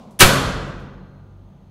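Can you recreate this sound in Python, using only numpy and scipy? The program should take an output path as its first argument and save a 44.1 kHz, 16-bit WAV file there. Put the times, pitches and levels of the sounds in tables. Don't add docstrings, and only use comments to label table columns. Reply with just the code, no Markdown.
import sys
import numpy as np
from scipy import signal
from scipy.fft import rfft, irfft
from scipy.io import wavfile
from scipy.ndimage import uniform_filter1d

SR = 44100
rng = np.random.default_rng(int(sys.argv[2]) if len(sys.argv) > 2 else 0)


def master(y):
    cut = np.clip(np.atleast_2d(y).T, -1, 1)
    pcm = np.round(cut * 32767)
    wavfile.write(sys.argv[1], SR, pcm.astype(np.int16))


N = 74970
SLAM_S = 0.211

# freq_hz, relative_density_db, t60_s
SMALL_PART = [(500, -19, .2), (3000, -5, .3), (7010, 0, .3), (11000, -2.5, 0.31), (16000, -14.5, .2)]


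def undb(db):
    return 10 ** (np.asarray(db) / 20)


def since(start_s):
    return np.maximum(np.arange(N) / SR - start_s, 0)


def fade(t, t60_s):
    return np.exp(-np.log(1000) * t / t60_s)


def delay(sound, start_s):
    return np.concatenate([np.zeros(int(start_s * SR)), sound])[:N]


def wander(per_s):
    hold = int(SR / per_s)
    steps = np.repeat(rng.standard_normal(256), hold)[:N]
    return 1.3 * uniform_filter1d(uniform_filter1d(steps, hold), hold)


def curve(table, hz, column):
    rows = np.array(table, float)
    return np.interp(np.log(hz), np.log(rows[:, 0]), rows[:, column])


def noise_spectrum(table, tilt_db=0, ripple_db=0, ripple_step_hz=44.98):
    hz = np.maximum(np.fft.rfftfreq(N, 1 / SR), 1)
    ripple = np.interp(hz / ripple_step_hz, np.arange(1000), rng.standard_normal(1000))
    ripple *= np.minimum(hz / 2500, 1)
    treble_octaves = np.log2(np.maximum(hz / 2000, 1))
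    db = curve(table, hz, column=1) + tilt_db * treble_octaves + ripple_db * ripple
    gain = undb(db) * hz ** 2 / (hz ** 2 + 20 ** 2)
    return hz, rfft(rng.standard_normal(N)) * gain / np.sqrt(np.mean(gain ** 2))


def dense_ring(table, tilt_db=0, ripple_db=0, bands=5):
    hz, spectrum = noise_spectrum(table, tilt_db, ripple_db)
    centres_hz = np.geomspace(table[0][0], table[-1][0], bands)
    position = np.interp(np.log(hz), np.log(centres_hz), np.arange(bands))
    t, ring = since(0), 0
    for band, t60_s in enumerate(curve(table, centres_hz, column=2)):
        share = np.maximum(1 - np.abs(position - band), 0)
        ring += irfft(spectrum * share, N) * fade(t, t60_s)
    return ring


def modes(table, start_s, build_s, waver_depth=0.55, waver_per_s=8):
    t, ring = since(start_s), 0
    for hz, db, t60_s in table:
        phasor = np.exp(2j * np.pi * rng.random())
        phasor += waver_depth * (wander(waver_per_s) + 1j * wander(waver_per_s))
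        ring += undb(db) * fade(t, t60_s) * np.imag(phasor * np.exp(2j * np.pi * hz * t))
    swell = 1 - np.exp(-t / build_s)
    return np.sqrt(2 / (1 + 2 * waver_depth ** 2)) * swell * ring


def swing(start_s, hz, gain_db, t60_s, build_s):
    t = since(start_s)
    return undb(gain_db) * np.sin(2 * np.pi * hz * t) * fade(t, t60_s) * (1 - np.exp(-t / build_s))


def room_tone():
    # freq_hz, relative_density_db
    air = [(25, -2.5), (100, -3.5), (200, 0.5), (300, -13), (600, -15.5), (1100, -22), (1800, -34),
           (2700, -36.5), (3400, -35.5), (4300, -38.5), (5200, -46), (6000, -45.5), (6400, -39),
           (7000, -50.5), (8500, -50.5), (15000, -53)]
    # freq_hz, relative_density_db, t60_s
    drone = [(60, -17.5, 2), (150, -7, 2), (214, 3.5, 2), (290, -16, 2), (454.3, -11.5, 2.1),
             (1050, -13.5, 1), (1600, -32.5, 0.66), (3800, -31.5, .8), (7000, -39.5, .8), (15000, -56, .8)]
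    _, air_spectrum = noise_spectrum(air)
    return undb(-49.5) * irfft(air_spectrum, N) + undb(-41.5) * dense_ring(drone)


def ticks():
    # start_s, level_db
    taps = [(0.108, -62), (0.675, -63), (0.797, -67)]
    return sum(undb(db) * delay(dense_ring(SMALL_PART), start_s) for start_s, db in taps)


def linkage():
    # start_s, level_db, treble_tilt_db_per_octave
    blows = [(0.191, -25.5, 4), (0.1944, -17, 4), (0.1995, -15.5, 0.5), (0.2029, -10, 2), (0.2065, 2, 1.5),
             (0.2105, 0.5, 0.5), (0.2155, 4.5, -2), (0.222, 0, -4.5), (0.229, -11.5, 1.5), (0.24, -11.5, 0),
             (0.26, -17, 1.5)]
    # freq_hz, relative_density_db, t60_s
    clash = [(100, -3, 0.18), (300, -3.5, 0.094), (795, -6, 0.07), (1300, -2.5, 0.099), (1900, -5, 0.073),
             (2600, -0.5, 0.043), (4970, -7.5, .09), (11000, -11, .1), (15980, -21.5, .08)]
    # pitch_hz, relative_level_db, t60_s
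    levers = [(371.5, -5, .1), (546.7, -5, 0.15), (1131, -6, .11), (1273, -3.5, 0.14), (1501, -6, .11),
              (1586, -6, .1), (1767, -5.5, .1), (1997, -2.5, 0.09), (2253, 0, 0.064), (2306, 0.5, 0.14),
              (2480, -5.5, .1), (2880, -6.5, .1), (3122, -5, .11), (4338, -9.5, 0.13)]
    clashes = sum(undb(db) * delay(dense_ring(clash, tilt), start_s) for start_s, db, tilt in blows)
    return clashes + undb(-2) * modes(levers, start_s=0.2085, build_s=0.0043)


def room_echo(build_s=0.016):
    # freq_hz, relative_density_db, t60_s
    room = [(30, 0, 1.8), (140, 5, 1.6), (300, -5.5, 1.78), (550.4, -1.5, 1.43), (832, -6, 1.3),
            (1466, -1.5, 1.27), (2000, -10.5, 1.106), (3514, -8, 0.96), (4460, -9.5, .87),
            (5400, -13.5, 0.85), (7200, -12, 0.71), (8900, -15, 0.62), (11700, -12.5, 0.48),
            (16000, -24.5, .35)]
    tail = dense_ring(room, ripple_db=2.5, bands=24)
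    swell = 1 - np.exp(-since(0) / build_s)
    return undb(-10) * delay(tail * swell, start_s=0.208)


def rattle(hits_per_s=350, scatter_db=4.5):
    t = since(0)
    hits = (rng.random(N) < hits_per_s / SR) * undb(scatter_db * rng.standard_normal(N))
    click = dense_ring(SMALL_PART) * fade(t, t60_s=0.011)
    chatter = signal.fftconvolve(hits, click)[:N]
    return undb(-23) * delay(chatter / chatter.std() * fade(t, t60_s=0.35), SLAM_S)


def panel_ring():
    # pitch_hz, level_db, t60_s
    panels = [(370, -30, .7), (547, -24, .7), (582.5, -25.5, 0.93), (676, -29.5, .9), (1002, -28.5, 0.94),
              (1053, -31.5, 0.66), (1272, -24, .85), (1308, -26.5, .6), (1398, -23.5, .9), (1467, -29.5, 1),
              (1524, -30, 1), (3196, -35, 1), (3320, -34.5, .7), (4410, -36, .7)]
    return modes(panels, SLAM_S, build_s=0.015)


def cabinet_boom():
    # pitch_hz, level_db, t60_s
    cabinet = [(43, -26, 2.4), (73.9, -27.5, 1.3), (138.5, -17, 0.78), (193, -27.5, 1.3),
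               (267.7, -29.5, 1.6)]
    ring = modes(cabinet, SLAM_S, build_s=0.034)
    thump = swing(start_s=0.224, hz=132, gain_db=17, t60_s=0.04, build_s=0.02)
    air_push = swing(start_s=0.2372, hz=16, gain_db=0, t60_s=0.11, build_s=0.002)
    return ring + thump + air_push


def spring_hum():
    # pitch_hz, level_db, t60_s
    spring = [(46.5, -40, 4.8), (94.2, -41, 9.7), (139.3, -41, 9), (186, -46.5, 8), (197.7, -45.5, 7.6),
              (341, -55, 6), (840, -59, 5), (1210, -60, 5), (1400, -62, 4), (3194, -77, 6),
              (4151, -74, 8.8), (6282, -79, 6), (6600, -82, 4.2)]
    return modes(spring, SLAM_S, build_s=0.034)


def scene():
    mix = room_tone() + ticks() + linkage() + room_echo() + rattle()
    mix += panel_ring() + cabinet_boom() + spring_hum()
    return mix[None, :]


def record(dry):
    ceiling, hardness, cutoff_hz = 0.89, 7.3, 15700
    clipped = dry / (1 + np.abs(dry / ceiling) ** hardness) ** (1 / hardness)
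    low_pass = signal.ellip(10, 0.1, 70, cutoff_hz, fs=SR, output="sos")
    return signal.sosfilt(low_pass, clipped)


dry = scene()
out = record(dry)
master(out)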